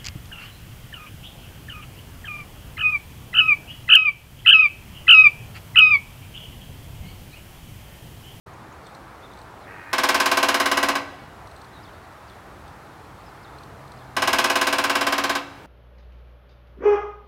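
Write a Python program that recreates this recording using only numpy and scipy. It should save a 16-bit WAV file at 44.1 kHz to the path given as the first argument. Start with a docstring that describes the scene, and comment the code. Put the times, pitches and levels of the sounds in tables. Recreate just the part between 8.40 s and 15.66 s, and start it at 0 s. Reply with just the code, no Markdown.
"""Small birds tick and chirp over distant traffic, a crow caws hoarsely, and then the main sound begins:
a woodpecker drums two rolls on the metal housing of a street lamp, 17 to 18 blows a second.
Each blow rings the hollow housing and makes its thin sheet clatter; the street throws it back.
A far engine swells and fades around the start of the second roll."""
import sys
import numpy as np
from scipy import signal
from scipy.fft import rfft, irfft
from scipy.io import wavfile
from scipy.ndimage import uniform_filter1d

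SR = 44100
rng = np.random.default_rng(int(sys.argv[2]) if len(sys.argv) > 2 else 0)


def output_pcm(signal):
    """Save a mono or channel-first signal as 16-bit PCM at the path in sys.argv[1].

    Samples are clipped to [-1, 1] before scaling.
    """
    pcm = np.clip(np.atleast_2d(signal).T, -1, 1) * 32767
    wavfile.write(sys.argv[1], SR, np.round(pcm).astype(np.int16))


N = 320166
RING_SAMPLES, BAND_LIMIT_HZ = 11000, 16050


# Drum rolls. Each row: first blow in seconds, last blow in seconds, beat in seconds, shortening of the
# first beat in seconds, force in dB, sag in dB per second, final fade in dB, fade length in seconds.
DRUM_ROLLS = [(1.53, 2.553, .05714, .0054, -19.5, 2, 2.5, 0.068),
              (5.766, 6.952, .05685, .0029, -20, 2.5, 1.7, 0.21)]

def woodpecker(echo_s=.0289, echo_db=-14, highpass_hz=205):
    """Every blow rings housing and sheet; a nearby surface returns it once."""
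    out, echo = np.zeros(N), np.zeros(N)
    times, forces_db, treble_db, into_roll_s = np.vstack([roll(*row) for row in DRUM_ROLLS]).T
    rings = housing(len(times)) + sheet(treble_db) + contact_ping(into_roll_s) + knock()
    for start_s, force_db, ring in zip(times, forces_db, rings):
        add(out, start_s, gain_of(force_db) * ring)
    highpass = signal.butter(8, highpass_hz, "high", fs=SR, output="sos")  # a small body radiates no bass
    out = signal.sosfilt(highpass, out)
    add(echo, echo_s, coloured(out, [(2500, -8), (9000, -7)]))
    return out + gain_of(echo_db) * echo


def roll(first_s, last_s, beat_s, hurry_s, full_db, sag_db_per_s, fade_db, fade_s,
         settle_blows=4.8, soft_start_db=3.5, warm_up_s=.15, uneven_s=.0003, uneven_db=.36):
    """One row per blow: the roll starts hurried and soft, peaks, tires and fades."""
    blow = np.arange(round((last_s - first_s) / beat_s))
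    beats_s = beat_s - hurry_s * np.maximum(1 - blow / settle_blows, 0)
    t = np.append(np.cumsum(beats_s) - beats_s, last_s - first_s)
    early, harder = rng.standard_normal((len(t), 2)).T
    starting = np.maximum(1 - t / warm_up_s, 0)
    ending = np.maximum(1 - (t[-1] - t) / fade_s, 0)
    effort_db = uneven_db * harder - soft_start_db * starting - sag_db_per_s * t - fade_db * ending
    treble_db = 2.6 + .74 * effort_db  # softer blows are duller
    return np.transpose([first_s + t - uneven_s * early, full_db + effort_db, treble_db, t])


# Lamp housing modes. Each row: frequency in Hz, relative level in dB, T60 in seconds.
HOUSING_MODES = [(230, -15, .24), (280, -7.5, .25), (364, -6, .17), (510, -6, .17), (545, -12, .13),
                 (650, -9.5, .23), (682, -9.5, .24), (775, -8.5, .13), (869, -14, .16), (924, -9, .23),
                 (1033, -1, .17), (1097, -1, .15), (1142, 1, .1), (1239, -7.5, .18), (1387, -9, .14),
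                 (1528, .5, .13), (1566, -10, .16), (1657, -1, .11), (1695, -9, .09), (1951, -8, .12),
                 (2058, -15, .16), (2173, -11, .11), (2245, -9, .13), (2640, -1, .06), (3063, -11, .12),
                 (3868, -14, .11), (4111, -16, .15)]

def housing(blows, rise_s=.012, vary_db=.52, gain_db=2.1, weak_below_hz=290, travel_at_1khz_s=.007):
    """The hollow body swells after each blow as bending waves spread through it."""
    hz, db, t60 = np.transpose(HOUSING_MODES)
    t = np.arange(RING_SAMPLES) / SR
    lag_turns = 2 * travel_at_1khz_s * np.sqrt(1000 * hz)  # low bending waves travel slower
    phase = np.pi * rng.uniform(-.54, .41, len(hz)) - 2 * np.pi * lag_turns
    shares = gain_of(gain_db + db + vary_db * rng.standard_normal((blows, len(hz))))
    radiated = hz / np.hypot(hz, weak_below_hz)  # the lowest modes move little air
    swell = np.minimum(.31 + t / rise_s, 1)
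    return (shares * radiated) @ ringing(hz, t60, phase, t) * swell


# Sheet spectrum. Each row: frequency in Hz, relative level per mode in dB.
SHEET_SPECTRUM = [(400, -30.5), (800, -18), (1200, -19.5), (2000, -19.5), (2700, -15.5), (3600, -23),
                  (4500, -24.5), (5200, -23), (6200, -28), (7400, -29), (8600, -29), (11500, -31),
                  (14000, -36.5), (16000, -41)]
# Sheet decay. Each row: frequency in Hz, T60 in seconds.
SHEET_DECAY = [(500, 0.4), (2500, 0.23), (5000, 0.17), (9000, 0.094), (15000, 0.093)]

def sheet(treble_db, count=800, lowest_hz=400, vary=.43, drift=.55, rise_s=.00056, gain_db=-.5):
    """Crowded modes of thin metal; their shares drift as the beak lands on slightly different spots."""
    slots = np.arange(count) + rng.uniform(.1, .9, count)
    hz = lowest_hz + slots * (BAND_LIMIT_HZ - lowest_hz) / count
    t = np.arange(RING_SAMPLES) / SR
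    spot = unit_rms(uniform_filter1d(rng.standard_normal((len(treble_db), count)), size=7, axis=0))
    shares = 1 + vary * rng.standard_normal(spot.shape) + drift * spot
    shares /= np.sqrt(1 + vary ** 2 + drift ** 2)
    tilt_db = treble_db[:, None] * np.clip(hz / 6000, 0, 1)
    shares *= gain_of(gain_db + curve_at(SHEET_SPECTRUM, hz) + tilt_db)
    modes = ringing(hz, curve_at(SHEET_DECAY, hz), 2 * np.pi * rng.random(count), t)
    return np.float32(shares) @ modes * np.minimum(t / rise_s, 1)


def contact_ping(into_roll_s, base_hz=5210, sag_hz_per_s=192, peak_s=.004, fall=.022, gain_db=-5.5):
    """A bright ping at the point of contact; its pitch sinks within each blow and through the roll."""
    age = np.arange(RING_SAMPLES) / SR / peak_s
    glide = 1 + fall * (1.5 - np.minimum(age, 5))
    turns = (base_hz - sag_hz_per_s * into_roll_s[:, None]) * np.cumsum(glide) / SR
    return gain_of(gain_db) * age * np.exp(1 - age) * np.sin(2 * np.pi * turns)


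def knock(delay_s=.0067, width_s=.00008, gain_db=8):
    """A hard pulse bursts from the housing just after contact."""
    t = np.arange(RING_SAMPLES) / SR
    return gain_of(gain_db) * np.exp(-((t - delay_s) / width_s) ** 2)


# Caw contour. Each row: time in seconds, relative level in dB, pitch in Hz.
CAW_CONTOUR = [(1.24, -66, 269.4), (1.27, -50, 295.6), (1.31, -45, 325), (1.37, -46, 311),
               (1.44, -45.5, 313.6), (1.51, -45.5, 305), (1.56, -42, 290)]
# Crow throat response. Each row: frequency in Hz, gain in dB.
CROW_THROAT = [(500, -31), (950, -4.5), (1280, -4.5), (1600, 0), (1880, 1.5), (2200, -8), (2500, -4.5),
               (2850, -17), (3500, -35)]

def crow(rough=.45, jitter=.014, rattle_hz=95, rattle_depth=.56, gain_db=2):
    """Harmonics and breath noise pass through a fixed throat, chopped by a fast rattle."""
    times, levels_db, pitches_hz = np.transpose(CAW_CONTOUR)
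    t = np.arange(times[0], times[-1], 1 / SR)
    hz = np.interp(t, times, pitches_hz) * (1 + jitter * wander(len(t), size=120))
    turns = np.cumsum(hz) / SR
    harmonics = sum(np.cos(2 * np.pi * (k * turns + rng.random())) for k in range(2, 11))
    rattle_turns = np.cumsum(rattle_hz * (1 + .063 * wander(len(t), size=400))) / SR
    chop = 1 + rattle_depth * np.cos(2 * np.pi * rattle_turns)
    tone = unit_rms(coloured(harmonics, CROW_THROAT))
    breath = unit_rms(coloured(rng.standard_normal(len(t)), CROW_THROAT))
    voice = unit_rms(((1 - rough) * tone + rough * breath) * chop)
    out = np.zeros(N)
    add(out, times[0], gain_of(gain_db + np.interp(t, times, levels_db)) * voice)
    return out


# Dry bird ticks. Each row: time in seconds, relative level in dB.
BIRD_TICKS = [(.468, -45.5), (.549, -44), (.936, -50), (.974, -51), (.989, -49), (1.015, -48), (3.073, -48),
              (3.113, -49), (3.164, -49.5), (3.216, -46), (3.245, -49), (3.898, -49), (4.279, -49.5),
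              (5.185, -48), (5.234, -45), (5.477, -50), (5.519, -46)]
# Tick spectrum. Each row: frequency in Hz, gain in dB.
TICK_SPECTRUM = [(2800, -23), (3600, -2), (4300, 6), (5100, -13), (5900, -3), (7000, -24), (8300, 0),
                 (9400, -25), (12000, -33)]

def bird_ticks(peak_s=.00199, gain_db=-2.7):
    """Tiny puffs through a small bird's narrow throat."""
    out = np.zeros(N)
    age = np.arange(1024) / SR / peak_s
    for time_s, db in BIRD_TICKS:
        puff = unit_rms(coloured(rng.standard_normal(len(age)), TICK_SPECTRUM))
        add(out, time_s - peak_s / 2, gain_of(db + gain_db) * puff * age * np.exp(1 - age))
    return out


# Cheeps. Each row: start in seconds, relative level in dB.
BIRD_CHEEPS = [(.425, -51), (3.418, -51), (3.862, -54), (5.018, -51), (5.562, -55)]
# Whistles. Each row: start and length in seconds, first, middle and last pitch in Hz, relative level in dB.
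BIRD_WHISTLES = [(.132, .016, 5800, 6600, 7300, -56), (.32, .016, 5900, 6700, 7500, -52),
                 (.82, 0.056, 3250, 3750, 3300, -48), (.899, .05, 3930, 3500, 3800, -53),
                 (1.205, .071, 4400, 3900, 2900, -54), (3.32, .09, 4200, 3810, 3720, -51),
                 (3.48, .024, 3700, 3100, 3050, -52), (4.848, .06, 5500, 5000, 4500, -54)]

def bird_calls(cheep_s=.085, cheep_hz=(3900, 5200, 3700, 3330, 3500, 4000), gain_db=-3):
    """Raspy cheeps, all of one tune, and cleaner slurred whistles."""
    out = np.zeros(N)
    for start_s, db in BIRD_CHEEPS:
        add(out, start_s, gain_of(db + gain_db) * chirp(cheep_s, cheep_hz, warble=.045, flutter=.45))
    for start_s, length_s, *tune_hz, db in BIRD_WHISTLES:
        add(out, start_s, gain_of(db + gain_db) * chirp(length_s, tune_hz, warble=.018, flutter=.32))
    return out


def chirp(length_s, tune_hz, warble, flutter):
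    """A fluttering whistle glides through the given pitches at even time steps."""
    along = np.linspace(0, 1, round(length_s * SR))
    hz = np.interp(along, np.linspace(0, 1, len(tune_hz)), tune_hz)
    hz *= 1 + warble * wander(len(along), size=40)
    swell = np.sin(np.pi * along) * (1 + flutter * wander(len(along), size=150))
    return swell * sine(hz)


def far_songbirds(count=170, centre_hz=3900, faintest_db=-72, spread_db=8.7):
    """Many short faint glides from birds much farther off."""
    out = np.zeros(N)
    for when, pitch, glide, length, loud in rng.random((count, 5)):
        along = np.linspace(0, 1, round((.0293 + .05 * length) * SR))
        tune = 1 + .3 * (pitch - .5) + .297 * (glide - .5) * along
        hz = centre_hz * (tune + .02 * wander(len(along), size=40))
        swell = gain_of(faintest_db + spread_db * loud) * np.sin(np.pi * along)
        add(out, when * N / SR, swell * sine(hz))
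    return out


# Street echo decay. Each row: frequency in Hz, T60 in seconds.
STREET_DECAY = [(250, 0.8), (1000, 0.5), (2500, 1.14), (5000, 0.82), (12000, 0.3)]
# Street echo spectrum. Each row: frequency in Hz, gain in dB.
STREET_SPECTRUM = [(250, -6), (1000, -7.5), (2500, -13.5), (5000, -15), (12000, -11.5)]

def street(sound, build_s=.026, crossfade_hz=.692, count=3):
    """Scattered echoes build up and die, the top treble first; three tails crossfade to keep it smooth."""
    hz, t, noise = signal.stft(rng.standard_normal((count, SR)), SR, nperseg=256)
    t60 = curve_at(STREET_DECAY, hz)[:, None]
    decay = gain_of(curve_at(STREET_SPECTRUM, hz)[:, None] - 60 * t / t60)
    energy_norm = np.sqrt(2 * np.log(1000) / t60 / SR)
    tails = signal.istft(noise * decay * energy_norm, SR, nperseg=256)[1]
    tails *= np.minimum(np.arange(tails.shape[1]) / SR / build_s, 1)
    crossfade_turns = crossfade_hz * np.arange(N) / SR + np.arange(count)[:, None] / count
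    feeds = sound * abs(np.sin(np.pi * crossfade_turns)) * np.sqrt(2 / count)
    return signal.fftconvolve(feeds, tails, axes=1).sum(0)[:N]


def far_engine(peak_s=5.65, firing_hz=131.5, peak_db=-50.5, half_width_s=.4, waver=.039):
    """The wavering firing note of a far vehicle swells and fades."""
    away = (np.arange(N) / SR - peak_s) / half_width_s
    hz = firing_hz * (1 + waver * wander(N, size=1500))
    swell = gain_of(peak_db) / np.hypot(1, away ** 2)
    return swell * np.sqrt(2) * sine(hz)


# Spectrum of distant traffic and air. Each row: frequency in Hz, relative density in dB.
TRAFFIC_SPECTRUM = [(15, -46), (25, -29), (53, -2), (111, -2), (263, -11.5), (293, -7), (326, -8),
                    (545, -10.5), (796, -6.5), (1260, -9), (2990, -25.5), (4370, -28.5), (6380, -33.5),
                    (12200, -37), (16000, -42)]

def far_traffic(rms_db=-43.5, patchy_db=1.1, hiss_db=-.5, crossover_hz=3000):
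    """Far traffic drifts in patches under a smooth hiss."""
    noise = coloured(rng.standard_normal(N), TRAFFIC_SPECTRUM)
    hz, _, spectra = signal.stft(noise, SR, nperseg=1024, noverlap=768)
    patches = uniform_filter1d(rng.standard_normal(spectra.shape), size=8, axis=0)
    patches = unit_rms(uniform_filter1d(patches, size=24, axis=1))
    traffic_share = 1 / (1 + (hz[:, None] / crossover_hz) ** 2)
    drift_db = traffic_share * patchy_db * patches + (1 - traffic_share) * hiss_db
    wash = signal.istft(spectra * gain_of(drift_db), SR, nperseg=1024, noverlap=768)[1][:N]
    return gain_of(rms_db) * unit_rms(wash)


def gain_of(db):
    """Decibels to an amplitude factor."""
    return 10 ** (np.asarray(db) / 20)


def unit_rms(x):
    """Scales to an rms of 1."""
    return x / np.sqrt(np.mean(x ** 2) + 1e-20)


def curve_at(points, hz):
    """Interpolates a table on a log-frequency axis."""
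    points_hz, values = np.transpose(points)
    return np.interp(np.log(hz + 1), np.log(points_hz), values)


def add(mix, start_s, sound):
    """Mixes a sound in at start_s."""
    part = mix[max(round(start_s * SR), 0):][:len(sound)]
    part += sound[:len(part)]


def coloured(x, colour):
    """Filters by a (Hz, dB) table."""
    hz = np.fft.rfftfreq(len(x), 1 / SR)
    return irfft(rfft(x) * gain_of(curve_at(colour, hz)), len(x))


def wander(length, size):
    """Random drift of rms 1, smooth over size samples."""
    return unit_rms(uniform_filter1d(uniform_filter1d(rng.standard_normal(length), size), size))


def sine(hz):
    """A sine that follows a pitch curve."""
    return np.sin(2 * np.pi * np.cumsum(hz) / SR)


def ringing(hz, t60, phase, t):
    """One row of decaying cosine per mode."""
    hz, t60, phase, t = (np.float32(v) for v in (hz, t60, phase, t))
    decay = np.exp(np.float32(-np.log(1000)) * t / t60[:, None])
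    return np.cos(2 * np.pi * hz[:, None] * t + phase[:, None]) * decay


def scene():
    """The lamp is near; the other birds are farther off and feed the echo 5 dB more."""
    near = woodpecker()
    far = crow() + bird_ticks() + bird_calls() + far_songbirds()
    echoes = street(near + gain_of(5) * far)
    return (near + far + echoes + far_traffic() + far_engine())[None]


def record(dry):
    """The sound fades in over 8 ms after 60 ms of silence and is low-passed."""
    fade_in = np.clip((np.arange(N) / SR - .06) / .008, 0, 1)
    lowpass = signal.firwin(301, BAND_LIMIT_HZ, window=("kaiser", 8), fs=SR)
    return signal.oaconvolve(dry * fade_in, lowpass[None], "same")


dry = scene()
out = record(dry)
output_pcm(out)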